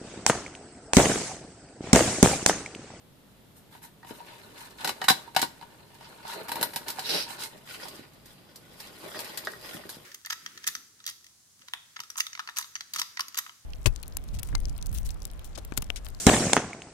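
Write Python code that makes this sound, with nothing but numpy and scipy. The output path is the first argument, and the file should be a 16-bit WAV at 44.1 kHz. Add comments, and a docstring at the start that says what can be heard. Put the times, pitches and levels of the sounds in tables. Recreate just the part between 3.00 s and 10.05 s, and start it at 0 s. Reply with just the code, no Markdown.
"""The shell of a sea urchin breaks under kitchen scissors in clusters of brittle cracks, on a wooden board.
Each crack is a noise burst that excites a board thud, shell resonances and a spray of splinters.
The blades clash, ringing loudest once, and slide along the cut edge as filtered stick-slip noise.
Spines rustle, tick and knock on the board as a hand turns the urchin.
A steel sink and a kitchen return decaying noise echoes; a faint coloured-noise hum lies below."""
import sys
import numpy as np
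from scipy import signal
from scipy.fft import rfft, irfft, next_fast_len
from scipy.io import wavfile

SR = 44100
rng = np.random.default_rng(int(sys.argv[2]) if len(sys.argv) > 2 else 0)


def bounce(signal):
    """Save signal as a 16-bit WAV file at the path given by the first command-line argument."""
    frames = np.transpose(np.atleast_2d(signal))
    limited = np.clip(frames, -1, 1)
    pcm = np.round(limited * 32767).astype(np.int16)
    wavfile.write(sys.argv[1], SR, pcm)


N = 310905   # length in samples

# Breaks of shell or spine; sharp ones splinter, dull ones ring the hollow.
# Each row: start in seconds, level in dB, sharpness in dB, left-right balance in dB.
SHELL_CRACKS = [(0.75, -56, -7, 2), (1.03, -63.5, -14.5, 4), (1.047, -54, -7, 2), (1.107, -50, -5, 6),
                (1.202, -59, -17.5, 2), (1.8079, -46, 2, 4), (1.8461, -28, 2, 2.5), (1.875, -30, 3, -0.5),
                (1.8918, -30, 2, 1), (2.016, -35, -4.5, 1), (2.041, -34, 1.5, -1.5), (2.083, -20, -0.5, -3),
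                (2.0865, -19.5, 2.5, 5.5), (2.0993, -21, 0, 7.5), (2.1033, -24.5, 4.5, -5.5),
                (2.276, -59, -15, 2), (2.3483, -41.5, 1.5, -3), (2.3638, -20, -2, 2.5),
                (2.393, -33, 2.5, -5), (2.4164, -32, 12, 0.5), (2.4268, -26.5, -2.5, -1.5),
                (2.612, -50, -5.5, -5), (2.625, -50, -6.5, 5), (2.951, -57, 0, -3), (3.009, -52.5, -3.5, 0),
                (3.25, -52.5, -12, 0), (3.4834, -41, 1, 2), (3.492, -38, -1.5, 2),
                (3.5174, -31.5, -0.5, 1.5), (3.556, -38, -0.5, 2), (3.5664, -44, -10.5, 0),
                (3.6118, -36.5, 3, 3), (3.6277, -26.5, 3, 2), (3.7352, -43.5, 2.5, 1),
                (3.7602, -32, 3.5, 0), (3.8826, -36.5, 6, -3), (3.902, -44.5, 14.5, 3),
                (3.984, -43, -8.5, -8), (3.9928, -36, 5, 1.5), (4.305, -42.5, 1.5, -7), (4.851, -49, -5, 0),
                (5.8031, -47.5, 8.5, -1), (6.1907, -40.5, 5.5, 4.5), (6.245, -46.5, 6.5, -2),
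                (6.2945, -49, 2.5, 3), (6.374, -41.5, 12.5, 3), (6.8921, -44, 6.5, -1)]
# Resonances of the hollow shell. Each row: frequency in Hz, width in Hz, level in dB.
HOLLOW_MODES = [(765, 55, -6), (930, 55, 3), (970, 300, -9)]
# Resonances of the shell wall. Each row: frequency in Hz, width in Hz, level in dB.
WALL_MODES = [(1445, 38, -3.5), (1684, 130, -5), (1753, 40, -2), (1934, 15, 2), (2006, 48, -6),
              (2190, 28, -7.5), (2794, 70, -5.5), (3000, 41, -7), (4065, 215, -0.5), (3980, 260, -3),
              (5250, 340, -11.5), (1960, 2060, -8.5)]
# Spectrum of splinters and spine tips. Each row: frequency in Hz, level in dB.
SPLINTER_SPECTRUM = [(2500, -11), (4500, 2.5), (6000, -4.5), (7700, -2.5), (10000, -3), (14500, -1.5)]
# Spectrum of a dull thud of the board. Each row: frequency in Hz, level in dB.
THUD_SPECTRUM = [(25, -30), (55, -24), (110, 0.5), (210, 5), (350, 6.5), (550, -0.5), (800, -20),
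                 (1500, -71.5)]
THUD_DB, THUD_FOLLOWS = -24, 0.66   # thud under a 0 dB crack; share of the crack's dB that it follows
HOLLOW_PAN_DB, WALL_PAN_DB, SPLINTER_PAN_DB = -2.8, 1, -1   # left-right balance of each part
RUN_S, RUN_GROWTH = 0.0012, 0.15   # decay time of a 0 dB crack; it grows with strength to this power


def shell_cracks():
    """Brittle fracture: each break thumps the board, excites shell modes and splinters; big ones run longer."""
    out = np.zeros((2, N))
    for start_s, db, sharp_db, pan_db in SHELL_CRACKS:
        run_s = RUN_S * from_db(RUN_GROWTH * db)
        burst = fracture(run_s=run_s, run_db=6.0, scatter_db=3, scatter_s=0.0038)
        spray = fracture(run_s=run_s, run_db=8.0, scatter_db=7.5, scatter_s=0.0089)
        thud = from_db(THUD_DB + THUD_FOLLOWS * db) * attack_one(colour(burst, THUD_SPECTRUM))
        hollow = from_db(db - sharp_db) * strike(burst, HOLLOW_MODES, spread_db=1.5)
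        wall = from_db(db) * strike(burst, WALL_MODES, spread_db=2.0)
        splinters = from_db(db + sharp_db) * attack_one(colour(spray, SPLINTER_SPECTRUM))
        shell = hollow * sides(HOLLOW_PAN_DB) + wall * sides(WALL_PAN_DB)
        add(out, start_s, thud + shell + splinters * sides(SPLINTER_PAN_DB), pan_db)
    return out


# The blades jump shut. Each row: start in seconds, level in dB.
BLADE_CLASHES = [(1.8465, -42), (1.893, -41), (2.018, -44), (2.0855, -17)]
# Resonances of a blade. Each row: frequency in Hz, width in Hz, level in dB.
BLADE_MODES = [(3890, 42, 0), (3955, 8, -10.5)]


def blade_clashes():
    """Impulse response: a short contact sets the narrow steel resonances ringing."""
    return blows(BLADE_CLASHES, BLADE_MODES)


# The blades slide along the cut edge. Each row: start in seconds, length in seconds, level in dB.
BLADE_SLIDES = [(4.001, 0.29, -27.5), (4.365, 0.11, -40.5)]
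# Resonances of blade and shell in the slide. Each row: frequency in Hz, width in Hz, level in dB.
BLADE_SLIDE_MODES = [(880, 120, -7.5), (1640, 420, -6.5), (2900, 780, -3), (3870, 170, 6.5),
                     (4410, 180, 1.5), (4860, 120, 5.5), (5460, 440, -3), (6240, 280, -6.5)]
SLIDE_SWELL = 2.18   # amplitude goes with blade speed to this power


def blade_slide():
    """Stick-slip friction: dense slips on the chalky edge excite blade and shell, loudest in mid-stroke."""
    t, level = np.arange(N) / SR, 0
    for start_s, length_s, db in BLADE_SLIDES:
        speed = np.abs(np.sin(np.pi * np.clip((t - start_s) / length_s, 0, 1)))
        level = level + from_db(db) * speed ** SLIDE_SWELL
    slips = grains(per_s=1400, spread_db=2.0, clump_db=0.4)
    chalk_spectrum = [(900, -24.5), (1500, 8), (3000, -10.0), (6200, -1), (7500, -2.0),
                      (11500, 3.5), (14500, -1.5)]   # Hz, dB
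    chalk = colour(slips, chalk_spectrum)
    rasp = rub(slips, BLADE_SLIDE_MODES) + from_db(-4.5) * rms_one(chalk)
    return level * rasp * from_db([[-1.1], [.8]])   # a little to the right


# Level of the steady rustle under the hands. Each row: time in seconds, level in dB.
HANDLING_LEVEL = [(0, -89), (0.3, -68), (1.0, -73), (1.15, -52.5), (1.75, -55.5), (2.2, -50.5), (2.33, -59),
                  (2.55, -57.5), (2.9, -59.5), (3.3, -50), (4.4, -48.5), (4.6, -57.5), (4.95, -51.5),
                  (5.1, -62), (5.5, -62), (6.1, -47), (6.55, -50.5), (7.05, -55.5)]
# Blades or fingers brush through the spines.
# Each row: start in seconds, length in seconds, level in dB, tip hiss relative to it in dB.
SPINE_BRUSHES = [(0.544, 0.048, -62.5, 4), (0.704, 0.066, -54, -4), (0.814, 0.042, -50, 0.5),
                 (1.057, 0.055, -49.5, -0.5), (1.23, 0.12, -48.5, -23), (1.538, 0.12, -44, -5.5),
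                 (1.77, 0.082, -39.5, -9), (2.002, .075, -45, -6), (3.007, 0.073, -48, -13),
                 (3.243, .035, -44.5, -7), (3.275, 0.072, -38, -4.5), (3.344, 0.071, -44.5, -25),
                 (3.443, 0.22, -44.5, -16), (3.86, 0.051, -43, -7), (3.937, 0.09, -45.5, -2.5),
                 (4.254, 0.095, -42, -3), (4.375, .085, -44, 4.5), (4.644, 0.12, -44.5, -4),
                 (4.78, 0.093, -44.5, -4), (4.935, 0.051, -50, -6), (5.241, 0.092, -56.5, -4),
                 (5.764, 0.11, -49.5, -7), (5.97, 0.18, -53, -3), (6.09, 0.2, -45, -6),
                 (6.31, 0.18, -48.5, -9), (6.604, 0.17, -45.5, -3.5), (6.888, 0.067, -48, -3)]
# The urchin is dragged over the board. Each row: start in seconds, length in seconds, level in dB.
BOARD_DRAGS = [(0.23, 0.09, -80), (1.1, 0.06, -59), (1.5, 0.072, -59), (1.82, 0.081, -41),
               (3.34, .075, -42.5), (3.49, .18, -43.5), (4.06, 0.13, -36.5), (4.52, 0.051, -53),
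               (4.71, .17, -51), (6.02, 0.058, -45.5), (6.13, 0.085, -48), (6.35, 0.19, -58),
               (6.67, 0.13, -50)]
# How firmly the blades sit in the shell. Each row: time in seconds, share from 0 to 1.
BLADE_BITE = [(0, 0.4), (1.0, 0.81), (4.45, 0.97), (4.7, 0.04), (5.8, 0.06)]
# Resonances of the dragged board. Each row: frequency in Hz, width in Hz, level in dB.
RUMBLE_MODES = [(188.8, 58, -8.5), (291, 70, -3.5), (406, 103, -1), (445, 34, 2), (592, 110, -4)]
# Resonances rubbed by blades in the shell. Each row: frequency in Hz, width in Hz, level in dB.
BLADE_GRIND_MODES = [(762, 41, -9), (929, 54, 7.5), (1050, 214, -5), (1453, 116, 1.5), (1770, 58, -4),
                     (2120, 49, -1.5), (2440, 880, -6.5), (3400, 1160, -7), (4200, 300, -2),
                     (4800, 700, -8.5)]
# Resonances of spines rubbed over wood. Each row: frequency in Hz, width in Hz, level in dB.
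BOARD_GRIND_MODES = [(887, 300, 0), (1390, 410, 0), (1435, 106, 6), (1640, 92, -7), (1790, 350, -2),
                     (2900, 1700, -2), (3340, 400, 2.5), (4140, 510, -6.5), (4950, 560, -0.5),
                     (6660, 1500, -15)]
# Spectrum of hissing spine tips. Each row: frequency in Hz, level in dB.
TIP_HISS_SPECTRUM = [(3000, -40), (5200, -1.5), (6500, -1), (9000, 2), (14500, 0)]
RUMBLE_DB, HISS_DB = -4.5, -5   # steady board rumble and tip hiss, relative to the steady rustle
CRACKLE_DB = -11.5   # stray crackle, relative to the grind of slips


def spine_rustle():
    """Stick-slip friction: spines rub on each other, blades and wood; sparse slips crackle."""
    hand_db, = in_time(HANDLING_LEVEL)
    brush_rows = [(start_s, length_s, db) for start_s, length_s, db, _ in SPINE_BRUSHES]
    hiss_rows = [(start_s, length_s, db + hiss_db) for start_s, length_s, db, hiss_db in SPINE_BRUSHES]
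    dragging = strokes(BOARD_DRAGS, hand_db + RUMBLE_DB)
    brushing = strokes(brush_rows, hand_db)
    flicking = strokes(hiss_rows, hand_db + HISS_DB)
    bite = np.clip(in_time(BLADE_BITE)[0], 0, 1)
    slips = grains(per_s=1900, spread_db=3.5, clump_db=1.6)
    flicks = grains(per_s=1700, spread_db=-2.0, clump_db=2.3)
    snaps = grains(per_s=28, spread_db=1.0, clump_db=0.5)
    rumble = dragging * rub(slips, RUMBLE_MODES)
    # blades in the shell ring its hollow; a bare hand only drives the spines over the wood
    blade_grind = np.sqrt(bite) * rub(slips, BLADE_GRIND_MODES)
    board_grind = np.sqrt(1 - bite) * rub(slips, BOARD_GRIND_MODES)
    soften = signal.butter(2, 6000, fs=SR, output="sos")
    grind = signal.sosfilt(soften, blade_grind + board_grind)
    crackle = from_db(CRACKLE_DB) * rub(snaps, WALL_MODES)
    hiss = flicking * rms_one(colour(flicks, TIP_HISS_SPECTRUM))
    return rumble + brushing * (grind + crackle) + hiss


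# Spine tips flick past each other.
# Each row: start in seconds, level in dB, left-right balance in dB.
SPINE_TICKS = [(1.707, -50, 4), (2.944, -53, -4), (3.278, -40.5, 6), (3.343, -52, 2), (4.435, -32, -6),
               (4.576, -58, -9), (4.883, -38.5, -4), (5.134, -57, -5), (5.258, -48, 0), (5.5585, -42, 0),
               (5.871, -48, 0), (6.203, -35, 1), (6.449, -39, -2), (6.517, -45.5, 4), (6.612, -48, -2),
               (6.899, -39, 5)]


def spine_ticks():
    """Small radiators favour the treble: a thin spine tip gives only a bright tick."""
    out = np.zeros((2, N))
    for start_s, db, pan_db in SPINE_TICKS:
        flick = fracture(run_s=0.001, run_db=10.5, scatter_db=6.5, scatter_s=0.0091)
        add(out, start_s, from_db(db) * attack_one(colour(flick, SPLINTER_SPECTRUM)), pan_db)
    return out


# The urchin rocks and knocks on the board. Each row: start in seconds, level in dB.
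BOARD_KNOCKS = [(1.03, -51), (1.202, -66), (2.0177, -32), (4.798, -47), (6.145, -40.5), (6.157, -44),
                (6.4715, -27.5), (6.5345, -41.5), (6.747, -57), (6.8365, -48)]
# Resonances of the knocked board. Each row: frequency in Hz, width in Hz, level in dB.
BOARD_MODES = [(393, 55, -3), (624, 43, -1), (746, 170, -8), (1240, 81, 1), (1523, 94, 6.5), (1634, 81, -3),
               (1885, 48, 11), (1540, 540, -1.5), (3740, 130, -11.5), (4740, 430, -15)]


def board_knocks():
    """Modal excitation: a short, hard contact rings the resonances of the board."""
    return blows(BOARD_KNOCKS, BOARD_MODES)


# The urchin's body bumps dully on the board. Each row: start in seconds, level in dB.
BODY_BUMPS = [(1.108, -37), (2.1042, -28), (2.427, -32), (3.6116, -34), (3.808, -47), (4.992, -43.5),
              (6.747, -39), (6.854, -43), (6.968, -45)]


def board_bumps():
    """Soft impact: the heavy, yielding body excites only the low thud."""
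    out = np.zeros((2, N))
    for start_s, db in BODY_BUMPS:
        push = fracture(run_s=0.00036, run_db=-15, scatter_db=0, scatter_s=0.0056)
        add(out, start_s, from_db(db) * attack_one(colour(push, THUD_SPECTRUM)))
    return out


def kitchen(x, sink_db, sink_t60, room_db, room_t60):
    """Reverberation: echoes decay exponentially, fast in the steel basin and slower in the kitchen."""
    t = np.arange(SR * 3 // 4) / SR
    onset = np.clip((t - .004) / 0.0032, 0, 1)   # the first echo needs 4 ms
    echoes = diffuse(rng.standard_normal((2, len(t)))) * onset
    response = 0
    for db, t60 in ((sink_db, sink_t60), (room_db, room_t60)):
        response = response + from_db(db) * rms_one(echoes * from_db(-60 * t / t60))
    response = response / np.sqrt(len(t))
    response = colour(response, [(100, 0.96), (500, -1.6), (2000, 0.35), (5000, 1), (14000, -1.1)])  # Hz, dB
    return signal.fftconvolve(x, response, axes=1)[:, :N]


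# Spectrum of the kitchen hum. Each row: frequency in Hz, level in dB.
HUM_SPECTRUM = [(20, -9), (38, -28), (52, 0.5), (70, -6.5), (120, 1.5), (200, 0.5), (300, -4.5), (600, -10),
                (1300, -17), (2500, -20), (3500, -18.5), (6000, -26), (14500, -23.5)]


def kitchen_hum():
    """Diffuse field: steady noise, strongest in the bass, comes from all around."""
    return from_db(-56.0) * rms_one(colour(diffuse(rng.standard_normal((2, N))), HUM_SPECTRUM))


def fracture(run_s, run_db, scatter_db, scatter_s, size=4096):
    """Fracture and scattering: an impulse and a dying noise run, then echoes off board, hand and sink."""
    t = np.arange(size) / SR
    run = rng.standard_normal(size) * np.exp(-t / run_s)
    breaks = rms_one(signal.unit_impulse(size)) + from_db(run_db) * rms_one(run)
    direct = np.array([np.roll(breaks, 1), breaks])   # reaches the right side one sample sooner
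    scatter = diffuse(rng.standard_normal((2, size))) * np.exp(-t / scatter_s) * (1 - np.exp(-t / 0.00047))
    return rms_one(direct) + from_db(scatter_db) * rms_one(scatter)


def blows(rows, modes):
    """Modal excitation: short contacts set one body ringing."""
    out = np.zeros((2, N))
    for start_s, db in rows:
        contact = fracture(run_s=.0003, run_db=-15, scatter_db=-6, scatter_s=.007)
        add(out, start_s, from_db(db) * strike(contact, modes, spread_db=1.0))
    return out


def strike(x, modes, spread_db):
    """Mode participation: a blow lands on one spot and favours some modes."""
    return attack_one(resonate(x, modes, lambda: from_db(spread_db * rng.standard_normal())))


def rub(x, modes):
    """Moving contact: the sliding point travels, so the favoured modes keep changing."""
    return rms_one(resonate(x, modes, lambda: wander(per_s=55, spread_db=2.2)))


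def resonate(x, modes, weight):
    """Modal superposition: parallel resonances, each given its share at the contact point by weight()."""
    out = 0
    for k, (hz, width_hz, db) in enumerate(modes):
        r = np.exp(-np.pi * width_hz / SR)   # pole radius
        top = (-1) ** k * from_db(db) * (1 - r * r) / 2   # alternating sign
        poles = [1, -2 * r * np.cos(2 * np.pi * hz / SR), r * r]
        out = out + weight() * signal.lfilter([top, 0, -top], poles, x + 1e-18)
    return out


def grains(per_s, spread_db, clump_db):
    """Stick-slip: clumped clicks of uneven size are smeared into noise by nearby surfaces."""
    sizes = from_db(spread_db * np.minimum(rng.exponential(1, N), 4))
    sizes = sizes * wander(per_s=120, spread_db=clump_db)
    clicks = (rng.random(N) < per_s / SR) * sizes
    decay = np.exp(-1 / (.002 * SR))   # energy dies away over 2 ms
    energy = signal.lfilter([1], [1, -decay], clicks ** 2 + 1e-18)
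    return diffuse(np.sqrt(energy) * rng.standard_normal((2, N)))


STROKE_RISE, STROKE_RELEASE_S = 0.37, 0.017   # rise as a share of stroke length; release time in seconds


def strokes(rows, steady_db):
    """Power summation: each stroke builds, holds and dies away on top of a steady level."""
    t, power = np.arange(N) / SR, from_db(steady_db) ** 2
    for start_s, length_s, db in rows:
        rise = np.clip((t - start_s) / (STROKE_RISE * length_s), 0, 1)
        release = np.exp(-np.clip((t - start_s - length_s) / STROKE_RELEASE_S, 0, 20))
        power = power + (from_db(db) * rise * release) ** 2
    return np.sqrt(power)


def wander(per_s, spread_db):
    """Random modulation: a gain drifts between random knots."""
    knots = from_db(spread_db * rng.standard_normal(4000))
    return np.interp(np.arange(N) * per_s / SR, np.arange(len(knots)), knots)


# Likeness of the two ears in diffuse sound. 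Each row: frequency in Hz, correlation from -1 to 1.
EAR_LIKENESS = [(100, 0.78), (500, 0.48), (1000, 0.29), (2000, 0), (4000, 0.11), (8000, 0), (15000, 0.09)]


def diffuse(pair):
    """Interaural coherence: unrelated signals become left and right, alike in the bass, apart in the treble."""
    n = pair.shape[-1]
    size = next_fast_len(n, True)
    alike = np.clip(at_hz(EAR_LIKENESS, size), -.99, .99)
    mid, side = rfft(pair, size) * np.sqrt([1 + alike, 1 - alike]) / np.sqrt(2)
    return irfft([mid + side, mid - side], size)[:, :n]


def colour(x, spectrum):
    """Minimum phase: a causal filter follows from the given spectrum through its folded cepstrum."""
    n = x.shape[-1]
    size = next_fast_len(n + 2048, True)
    cepstrum = irfft(np.log(from_db(at_hz(spectrum, size))), size)
    cepstrum[1:size // 2] *= 2
    cepstrum[size // 2 + 1:] = 0
    return irfft(rfft(x, size) * np.exp(rfft(cepstrum)), size)[..., :n]


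def at_hz(points, size):
    """Logarithmic frequency scale: a table is interpolated at the bins of a transform."""
    hz, value = np.transpose(points)
    bins_hz = np.arange(size // 2 + 1) * SR / size
    return np.interp(np.log(bins_hz + 1), np.log(hz), value)


def in_time(rows):
    """Linear interpolation: columns of a curve at every sample."""
    s, *columns = np.transpose(rows)
    return [np.interp(np.arange(N) / SR, s, c) for c in columns]


def from_db(db):
    """Decibel scale: level to amplitude gain."""
    return 10 ** (np.asarray(db) / 20)


def rms_one(x):
    """Effective value: scale to rms 1."""
    return x / np.sqrt(np.mean(x ** 2) + 1e-20)


def attack_one(x):
    """Effective value of the attack: scale a blow so that its first 8 ms have rms 1."""
    return x / np.sqrt(np.mean(x[..., :350] ** 2) + 1e-20)


def sides(pan_db):
    """Level difference between the ears: left and right gains, positive to the left."""
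    return from_db([[pan_db / 2], [-pan_db / 2]])


def add(out, start_s, sound, pan_db=0):
    """Superposition: mix a sound in at its start time."""
    i = int(start_s * SR)
    n = min(sound.shape[-1], N - i)
    out[:, i:i + n] += sound[..., :n] * sides(pan_db)


# Level of the treble above 10 kHz. Each row: time in seconds, level in dB.
TREBLE_LEVEL = [(0, -5), (.57, 4), (1.6, -3), (2.2, -3), (3.2, -5), (3.6, 7), (4.15, -5.5), (4.75, -0.5),
                (6.9, 1.5)]


def scene():
    """Superposition: near sounds with drifting treble, their reverberation and the hum."""
    struck = board_knocks() + blade_clashes() + board_bumps()
    near = shell_cracks() + spine_ticks() + struck + spine_rustle() + blade_slide()
    top = signal.sosfilt(signal.butter(3, 10000, "high", fs=SR, output="sos"), near)
    rest = signal.sosfilt(signal.butter(3, 10000, fs=SR, output="sos"), near)
    near = rest + from_db(in_time(TREBLE_LEVEL)[0]) * top
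    # small bodies radiate no deep bass
    near = signal.sosfilt(signal.butter(2, 70, "high", fs=SR, output="sos"), near)
    echoes = kitchen(near, sink_db=-10, sink_t60=0.095, room_db=-17.0, room_t60=0.36)
    return near + echoes + kitchen_hum()


CUTOFF_HZ = 14550


def record(dry):
    """Band limiting: a steep elliptic low-pass cuts the top."""
    return signal.sosfilt(signal.ellip(10, .2, 80, CUTOFF_HZ, fs=SR, output="sos"), dry)


dry = scene()
out = record(dry)
bounce(out)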